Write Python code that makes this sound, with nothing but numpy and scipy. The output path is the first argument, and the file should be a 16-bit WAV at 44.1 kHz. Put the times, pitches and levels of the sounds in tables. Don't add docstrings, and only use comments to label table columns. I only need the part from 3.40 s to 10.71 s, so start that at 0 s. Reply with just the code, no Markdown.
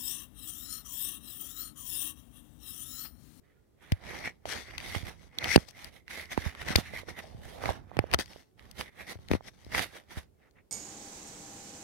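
import sys
import numpy as np
from scipy import signal
from scipy.fft import rfft, irfft, next_fast_len
from scipy.io import wavfile
from scipy.ndimage import uniform_filter1d, map_coordinates

SR = 44100
rng = np.random.default_rng(int(sys.argv[2]) if len(sys.argv) > 2 else 0)


def master(y):
    cut = np.clip(np.atleast_2d(y).T, -1, 1)
    pcm = np.round(cut * 32767)
    wavfile.write(sys.argv[1], SR, pcm.astype(np.int16))


N = 322371

# frequency_hz, level_db
AIR_TONE = [(25, -6.5), (100, -9.5), (400, -3.5), (900, -19.5), (2000, -28.5), (6000, -31.5),
            (16000, -32.5)]
# time_s, level_db
HAND_TREMOR = [(0, -71), (.35, -64.5), (.7, -60), (1, -63), (1.65, -53), (1.9, -59), (2.5, -65), (3.3, -52),
               (4.3, -53), (4.9, -55), (5.08, -69), (5.25, -58.5), (5.53, -82), (5.75, -54.5), (6.2, -61),
               (6.85, -67.5), (7.31, -75)]
# frequency_hz, level_db
SHAKE_TONE = [(18, -26), (40, -5), (72, 2.5), (120, -4), (200, -9), (400, -22)]
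# full_pressure_s, rise_s, hold_s, fall_s, rasp_db, hiss_over_rasp_db, drone_over_rasp_db, side_db
SLIDING_STROKES = [(0.046, .04, 0.04, 0.32, -74.5, -13, -8, -10),
                   (0.426, .05, 0.11, 0.19, -58.5, -8.5, -2.5, -5),
                   (0.667, 0.08, 0.15, 0.12, -48, -5.5, 1, 6.5),
                   (0.851, 0.037, 0.026, 0.043, -40.5, -10, -5.5, 9),
                   (1.057, 0.0022, 0.044, 0.043, -56.5, 8, 9, 18),
                   (1.09, 0.015, 0.015, 0.19, -38.5, 0, -14, 19),
                   (1.148, 0.08, 0.029, 0.054, -45, -7, 0.5, 15),
                   (1.286, 0.16, 0.15, .1, -51, -13.5, -5, 3),
                   (1.478, 0.14, 0.084, 0.12, -43.5, -2, -4.5, 1),
                   (1.681, 0.059, 0.0047, 0.063, -45, -1.5, 1.5, -1),
                   (1.794, 0.12, 0.08, 0.036, -67, 2, 4.5, 14),
                   (2.046, 0.1, 0.044, 0.031, -36.5, -15.5, -3.5, 10.5),
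                   (2.118, 0.11, 0.042, 0.0088, -31.5, -2.5, -14, 18),
                   (2.189, .03, 0.038, 0.054, -56, 2, 3, 16),
                   (2.286, 0.027, 0.0071, 0.029, -58, 8.5, 5, 20),
                   (2.371, 0.07, 0.099, 0.072, -53, -3.5, -3.5, 0),
                   (2.559, 0.1, 0.0079, 0.06, -59, -0.5, -1, -7),
                   (2.708, 0.032, 0.11, 0.068, -43, -5, -6.5, -2),
                   (2.922, 0.031, 0.0053, 0.046, -39, -4, -4, 2),
                   (3.04, 0.21, 0.036, 0.074, -42.5, -6, -6, -1),
                   (3.223, 0.094, .005, 0.036, -42, -7, -4.5, 6),
                   (3.283, 0.055, 0.043, 0.058, -38, -4.5, -1, 11),
                   (3.377, 0.029, 0.015, 0.047, -42.5, 2.5, 3, -2),
                   (3.454, 0.094, 0.016, 0.088, -46, -8, -15, -1),
                   (3.574, 0.11, 0.017, 0.055, -42, -5.5, -3.5, -3),
                   (3.69, 0.036, 0.0088, 0.056, -45, -3.5, 1, 14),
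                   (3.784, 0.046, 0.012, 0.021, -41.5, -9, -4, -5),
                   (3.807, 0.061, 0.061, 0.32, -63.5, 1.5, 3, 6),
                   (4.032, 0.063, 0.15, 0.11, -60, 1.5, 0, -3.5),
                   (4.268, 0.1, 0.036, 0.091, -41.5, -4.5, 5.5, 1.5),
                   (4.546, 0.13, 0.22, 0.16, -60.5, -10.5, 6.5, 0),
                   (4.732, 0.02, 0.013, 0.0083, -40, -8, 5.5, 3.5),
                   (4.797, 0.012, 0.0078, 0.039, -39.5, 3.5, -1, 11),
                   (4.886, 0.12, 0.11, 0.091, -64, 3.5, 3, 4),
                   (5.194, 0.035, 0.11, 0.07, -67, -1.5, 6.5, -3),
                   (5.404, 0.048, 0.0027, 0.051, -41, 0, 0.5, -3.5),
                   (5.46, .04, 0.029, 0.055, -56.5, -9, -6.5, -4),
                   (5.602, 0.075, 0.013, 0.1, -48, -6.5, -3, -3.5),
                   (5.692, 0.038, 0.024, 0.051, -43, -2, -2.5, 0), (5.81, .06, 0.0885, 0.043, -73, 4, 9, 4),
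                   (5.914, 0.022, 0.041, 0.03, -44.5, -3, 3, 6),
                   (6.081, 0.067, 0.0079, 0.015, -51, 0, -2, 12),
                   (6.187, 0.3, 0.19, .1, -70.5, 3.5, 3.5, 10),
                   (6.358, 0.054, 0.036, 0.047, -34.5, -5, -2, 1.5),
                   (6.41, 0.085, 0.016, 0.066, -37.5, -1, -3, -5),
                   (6.543, 0.057, 0.03, 0.078, -53.5, -1, 1, 0),
                   (6.718, 0.045, 0.0091, 0.088, -52, -1, 2, -2),
                   (6.776, 0.053, 0.014, 0.055, -50, -0.5, -0.5, -3),
                   (7.018, 0.067, 0.058, 0.049, -68.5, -14.5, 0.5, 5.5),
                   (7.17, .04, 0.019, 0.053, -66, -25, -1, 5)]
# time_s, pitch_hz
EDGE_PITCH = [(0.1, 1880), (0.85, 2100), (1.15, 1960), (1.32, 2080), (2.12, 2090), (2.8, 2080), (3.3, 1880),
              (3.55, 2060), (4.3, 1850), (5.65, 2040), (6.35, 1950)]
# frequency_hz, level_db
BLUNT_TONE = [(600, -27), (1100, -5), (1700, 2), (2050, 2), (2700, -5.5), (3300, -12), (5000, -39.5)]
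# frequency_hz, level_db
LEFT_HISS_TONE = [(1900, -27.5), (2900, -6), (3550, -1.5), (4050, -2), (4550, -0.5), (5100, -3.5),
                  (5600, 0), (6250, -3.5), (7000, -12.5), (8400, -10), (13000, -17), (16000, -26.5)]
RIGHT_HISS_TONE = [(1900, -29), (2900, -4.5), (3700, 2.5), (4600, -7.5), (6000, -8.5), (7200, -12),
                   (8700, -11.5), (10500, -7), (13000, -10.5), (16000, -20)]
# frequency_hz, level_db
DRONE_TONE = [(90, -11.5), (190, 0.5), (390, -2.5), (520, -1.5), (780, -1), (1000, -6.5), (1300, -7.5),
              (2200, -18)]
# pitch_hz, width_hz, level_db
HOUSING_RINGS = [(1870, 440, 5.5), (3320, 210, 4), (4560, 620, -7.5), (5630, 320, -8.5), (8400, 500, -10),
                 (11200, 380, -12)]
# start_s, level_db, pitch_hz, ring_s, side_db
SLAB_CLINKS = [(0.17, -72, 1421, .2, -3), (0.875, -23.5, 725, 0.013, -9),
               (1.0552, -16.5, 670, 0.0096, -5.5), (1.9863, -12, 3697, 0.0047, -9),
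               (2.977, -14, 834, 0.011, -9), (3.536, -22, 560, 0.0092, -27),
               (3.633, -29.5, 520, 0.013, -12), (3.841, -38, 620, 0.025, 8), (4.2902, -13, 810, 0.015, -12),
               (4.306, -20.5, 617, 0.023, -14), (4.5153, -21, 740, 0.0057, -32),
               (4.6402, -12.5, 530, 0.0084, -17.5), (4.7434, -13, 1310, 0.016, -1),
               (4.7455, -14, 600, 0.0088, -3), (4.9607, -23.5, 520, 0.0064, -14),
               (5.4105, -18.5, 1050, 0.0063, -11), (6.008, -24, 760, 0.0055, -14)]
# start_s, knock_db, pitch_hz, thump_db, side_db
BLUNT_KNOCKS = [(0.5195, -20.5, 510, -32, -4.5), (0.5221, -15.5, 114, -15.5, -1.5),
                (1.549, -16, 1060, -48, -19), (1.562, -24.5, 600, -20.5, -17),
                (1.631, -33, 200, -27.5, -17), (2.1599, 5, 418, -14.5, -3.5),
                (2.177, -8.5, 205, -28.5, -11.5), (2.977, -10, 407, -23, -11),
                (3.062, -23.5, 375, -16, -16), (3.305, -18, 216, -35, -4), (3.357, -8, 700, -11, -4.5),
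                (3.385, -12.5, 251, -25.5, -7.5), (3.947, -39, 150, -33.5, -4), (4.239, -17, 830, -35, -14),
                (4.2571, -14, 1310, -29, -8), (4.2915, -16, 960, -19, -7), (4.568, -17.5, 332, -21.5, -16),
                (4.59, -4.5, 654, -16, -15), (4.738, -8, 1320, -26, -1), (4.7429, -9, 900, -17, -0.5),
                (4.79, -17.5, 410, -48, 2), (5.756, -34, 260, -31, 2), (5.79, -41, 330, -37.5, 0),
                (5.906, -21.5, 178, -30, 9), (5.914, -7.5, 377, -19.5, 6), (5.936, -10, 400, -18.5, 10),
                (5.951, -13.5, 275, -27, 7), (6.3484, -14, 1720, -34, -9), (6.3934, -11, 1720, -33, -12),
                (6.266, -34, 254, -34, 5), (6.772, -44, 198, -23, -1.5)]
# pitch_hz, level_over_knock_db, ring_s
SHELL_RINGS = [(140, -24.5, 0.048), (271, -31, .03), (559.4, -25, 0.0094), (835, -19.5, 0.052)]
# start_s, relative_level_db, centre_hz, side_db
EDGE_SNAPS = [(0.5204, -29, 3180, 17), (1.055, -42.5, 2650, 18), (1.3808, -31.5, 2680, 17),
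              (1.4021, -38.5, 2800, 14), (1.552, -33, 2320, -22), (1.9856, -29, 3630, -3.5),
              (2.0429, -26.5, 3360, -1), (2.159, -20.5, 2740, 10), (2.161, -17, 4200, 16),
              (2.177, -34.5, 1700, -5), (2.2866, -47.5, 4640, 26), (2.309, -50, 5040, 24),
              (2.445, -38.5, 5180, 18), (2.68, -41.5, 2330, -6), (2.856, -49.5, 3600, 4),
              (2.976, -31, 1470, -5), (3.15, -42.5, 1490, -3), (3.218, -38, 2080, -4),
              (3.2859, -30, 2720, 18.5), (3.3556, -19.5, 2290, 9), (3.3591, -14.5, 4200, 16.5),
              (4.2574, -32.5, 1800, -1), (4.569, -39, 2270, 9), (4.59, -24.5, 2500, 21),
              (4.714, -38, 3460, 8), (4.73, -36, 3590, 11), (4.7374, -20.5, 3600, 19),
              (4.7437, -19, 3300, 10), (4.7885, -30.5, 4100, 25), (4.8097, -38, 4310, 20),
              (4.8587, -48, 3760, 15), (4.933, -51, 2500, 1), (5.194, -50.5, 2250, -5.5),
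              (5.3128, -46, 5910, 20), (5.4104, -32, 2720, -2), (5.8855, -43.5, 3360, 8),
              (5.9143, -29.5, 2500, 22), (5.934, -32, 2200, -1), (6.2472, -53, 4300, 9),
              (6.348, -26, 1950, 2), (6.3527, -31, 2600, 4), (6.3933, -26.5, 2040, -17),
              (7.11, -66.5, 4490, 13)]
# time_s, level_db
PALM_LEVEL = [(3.74, -110), (3.83, -55), (3.98, -60.5), (4.15, -50.5), (4.3, -49), (4.39, -67), (4.5, -110)]
# frequency_hz, level_db
PALM_TONE = [(230, -15), (450, -2), (580, 0.5), (810, -4), (1250, -21.5)]

FIRM_DB = -40
OPPOSITE = np.array([[1], [-1]])


def amp(db):
    return 10 ** (np.asarray(db) / 20)


def unit(x):
    return x / np.sqrt(np.mean(x ** 2) + 1e-20)


def curve(rows):
    times, values = np.transpose(rows)
    return np.interp(np.arange(N) / SR, times, values)


def wobble(rate_hz):
    points = rng.standard_normal(int(N * rate_hz / SR) + 4)
    return map_coordinates(points, [np.arange(N) * rate_hz / SR])


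def filtered(x, response):
    length = x.shape[-1]
    padded = next_fast_len(length + 4096)
    return irfft(rfft(x, padded) * response(np.fft.rfftfreq(padded, 1 / SR)), padded)[..., :length]


def coloured(x, tone):
    points_hz, db = np.transpose(tone)
    gain = lambda hz: amp(np.interp(np.log(hz + 1), np.log(points_hz), db, left=-120, right=-120))
    return unit(filtered(x, gain))


def ports(side_db):
    gains = amp(OPPOSITE * side_db / 2)
    return gains / np.sqrt(np.mean(gains ** 2, axis=0))


def add(track, start_s, sound):
    part = track[:, max(round(start_s * SR), 0):][:, :sound.shape[1]]
    part += sound[:, :part.shape[1]]


def air():
    return amp(-70) * coloured(rng.standard_normal((2, N)), AIR_TONE)


def grip_rumble(drone_gain, shake_db=-46, follow=0.8):
    stroke_shake = amp(shake_db) * (drone_gain / amp(FIRM_DB)) ** follow
    shake = np.hypot(amp(curve(HAND_TREMOR)), stroke_shake)
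    lurch_db = 3 * np.minimum(wobble(14), 1.5)
    return shake * amp(lurch_db) * ports(-8) * coloured(rng.standard_normal((2, N)), SHAKE_TONE)


def stroke_pressure(swell_db=24, rasp_side_share=0.3, drone_slope=0.85):
    t = np.arange(N) / SR
    rasp, hiss, drone = np.zeros((2, N)), np.zeros((2, N)), np.zeros(N)
    for full_s, rise_s, hold_s, fall_s, rasp_db, hiss_db, drone_db, side_db in SLIDING_STROKES:
        near = slice(max(round((full_s - 2 * rise_s) * SR), 0), round((full_s + hold_s + 2 * fall_s) * SR))
        early = np.maximum(full_s - t[near], 0) / rise_s
        late = np.maximum(t[near] - full_s - hold_s, 0) / fall_s
        slack_db = swell_db * (early + late)
        rasp[:, near] += (ports(rasp_side_share * side_db) * amp(rasp_db - slack_db)) ** 2
        hiss[:, near] += (ports(side_db) * amp(rasp_db + hiss_db - slack_db)) ** 2
        drone[near] += amp(rasp_db + drone_db - drone_slope * slack_db) ** 2
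    return np.sqrt(rasp), np.sqrt(hiss), np.sqrt(drone)


def friction(slips_per_s, spread_db, smooth):
    slips = (rng.random(N) < slips_per_s / SR) * amp(spread_db * np.minimum(rng.standard_normal(N), 2))
    crackle = unit(slips * rng.standard_normal((2, N)))
    return unit(crackle + smooth * rng.standard_normal((2, N)))


def moving_contact(x, depth_db, bands=3, frames=12):
    spectrum = signal.stft(x, nperseg=512)[2]
    patches = uniform_filter1d(rng.standard_normal(spectrum.shape[1:]), bands, axis=0)
    patches = uniform_filter1d(patches, frames, axis=1)
    return signal.istft(spectrum * amp(depth_db * unit(patches)), nperseg=512)[1][:, :N]


def edge_rasp(slips, blunt_hz=1860, sharp_span_hz=200, width_hz=290):
    pitch_hz = curve(EDGE_PITCH)
    sharpness = np.clip((pitch_hz - blunt_hz) / sharp_span_hz, 0, 8 / 9)
    flutter = filtered(slips, lambda hz: 1 / (1 + (hz / width_hz) ** 2))
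    narrow_ring = unit(flutter * np.cos(2 * np.pi * np.cumsum(pitch_hz) / SR))
    return np.sqrt(1 - sharpness) * coloured(slips, BLUNT_TONE) + np.sqrt(sharpness) * narrow_ring


def scrape(rasp_gain, hiss_gain, drone_gain):
    grip = amp(1.5 * wobble(55) + 1.1 * wobble(220))
    slips = moving_contact(friction(slips_per_s=3500, spread_db=4, smooth=1.1) * grip, depth_db=2.5)
    shared = slips + 0.27 * slips[::-1]
    rasp = rasp_gain * ports(-1.7) * edge_rasp(shared)
    hiss = hiss_gain * np.array([coloured(slips[0], LEFT_HISS_TONE), coloured(slips[1], RIGHT_HISS_TONE)])
    rub = moving_contact(friction(slips_per_s=500, spread_db=4.5, smooth=1.3) * grip, depth_db=1.5)
    drone = drone_gain * ports(-10) * coloured(rub, DRONE_TONE)
    return rasp + hiss + drone


def housing(hz):
    return sum((-1) ** k * amp(db) * 1j * hz * width / (pitch ** 2 - hz ** 2 + 1j * hz * width)
               for k, (pitch, width, db) in enumerate(HOUSING_RINGS))


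def grit(hiss_gain, crumbs_per_s=38, spread_db=5, level_db=-54):
    effort = np.sqrt(np.mean(hiss_gain ** 2, axis=0)) / amp(FIRM_DB)
    hits = rng.random(N) < crumbs_per_s / SR
    crumbs = hits * amp(spread_db * np.clip(rng.standard_normal(N), -2, 1.5))
    return amp(level_db) * effort ** 0.75 * ports(14) * unit(filtered(crumbs, housing))


def slabs(rise_cycles=0.28, port_lag_rad=1.62):
    out, t = np.zeros((2, N)), np.arange(SR // 5) / SR
    for start_s, level_db, pitch_hz, ring_s, side_db in SLAB_CLINKS:
        ring = np.sin(2 * np.pi * pitch_hz * t + OPPOSITE * port_lag_rad / 2)
        swell = (1 - np.exp(-pitch_hz * t / rise_cycles)) ** 2
        add(out, start_s, ports(side_db) * ring * swell * amp(level_db - 60 * t / ring_s))
    return out


def shell(t, contact_hz):
    return sum(amp(db - 60 * t / ring_s) * np.sin(2 * np.pi * hz * t) / (1 + (hz / contact_hz / 2) ** 2)
               for hz, db, ring_s in SHELL_RINGS)


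def knocks(start_ratio=1.71, soften=2, damping=1.055, rise_cycles=0.07,
           mount_hz=86, mount_ring_s=0.069, mount_rise_s=0.0005, port_lag_rad=1.81):
    out, t = np.zeros((2, N)), np.arange(SR // 6) / SR
    for start_s, knock_db, pitch_hz, thump_db, side_db in BLUNT_KNOCKS:
        detune, turn = rng.standard_normal(2)
        phase = OPPOSITE * np.copysign(port_lag_rad / 2, side_db + 0.5) + 0.78 * turn
        cycles = start_ratio * np.log1p(soften * pitch_hz * t) / soften
        swell = (1 - np.exp(-pitch_hz * t / rise_cycles)) ** 2
        dent = np.sin(2 * np.pi * cycles - phase) * np.exp(-damping * pitch_hz * t) * swell
        knock = amp(knock_db) * (dent + OPPOSITE * shell(t, pitch_hz))
        thump_hz = mount_hz * np.exp(0.18 * detune)
        thump_gain = amp(thump_db - 60 * t / mount_ring_s) * (1 - np.exp(-t / mount_rise_s))
        thump = thump_gain * np.sin(2 * np.pi * thump_hz * t - phase)
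        add(out, start_s, ports(side_db) * (knock + thump))
    return signal.sosfilt(signal.butter(2, 56, "highpass", fs=SR, output="sos"), out)


def snaps(crack_s=0.0067, rise_s=0.00027, tail_s=0.041, tail_db=-32, width_octaves=0.75, direct=1.05):
    out, t = np.zeros((2, N)), np.arange(SR // 16) / SR
    fade = (amp(-60 * t / crack_s) + amp(tail_db - 60 * t / tail_s)) * (1 - np.exp(-t / rise_s))
    for start_s, level_db, centre_hz, side_db in EDGE_SNAPS:
        band = lambda hz: 1 / (1 + (np.log2((hz + 1) / centre_hz) / width_octaves) ** 2)
        burst = fade * rng.standard_normal((2, len(t)))
        left, right = filtered(burst, lambda hz: band(hz) * (direct + housing(hz)))
        add(out, start_s, amp(level_db - 12) * ports(side_db) * np.array([unit(left), unit(right)]))
    return out


def port_dip(x, centre_hz=7250, width_hz=600, depth_db=-11):
    return filtered(x, lambda hz: amp(depth_db * np.exp(-((hz - centre_hz) / width_hz) ** 2)))


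def palm_rub():
    return amp(curve(PALM_LEVEL)) * ports(-3) * coloured(rng.standard_normal((2, N)), PALM_TONE)


def scene():
    rasp_gain, hiss_gain, drone_gain = stroke_pressure()
    sliding = scrape(rasp_gain, hiss_gain, drone_gain) + grit(hiss_gain)
    hand = palm_rub() + grip_rumble(drone_gain)
    hits = slabs() + knocks() + port_dip(snaps())
    return air() + hand + sliding + hits


def record(dry, top_hz=16200):
    return filtered(np.clip(dry, -0.9, 0.9), lambda hz: 1 / (1 + (hz / top_hz) ** 120))


dry = scene()
out = record(dry)
master(out)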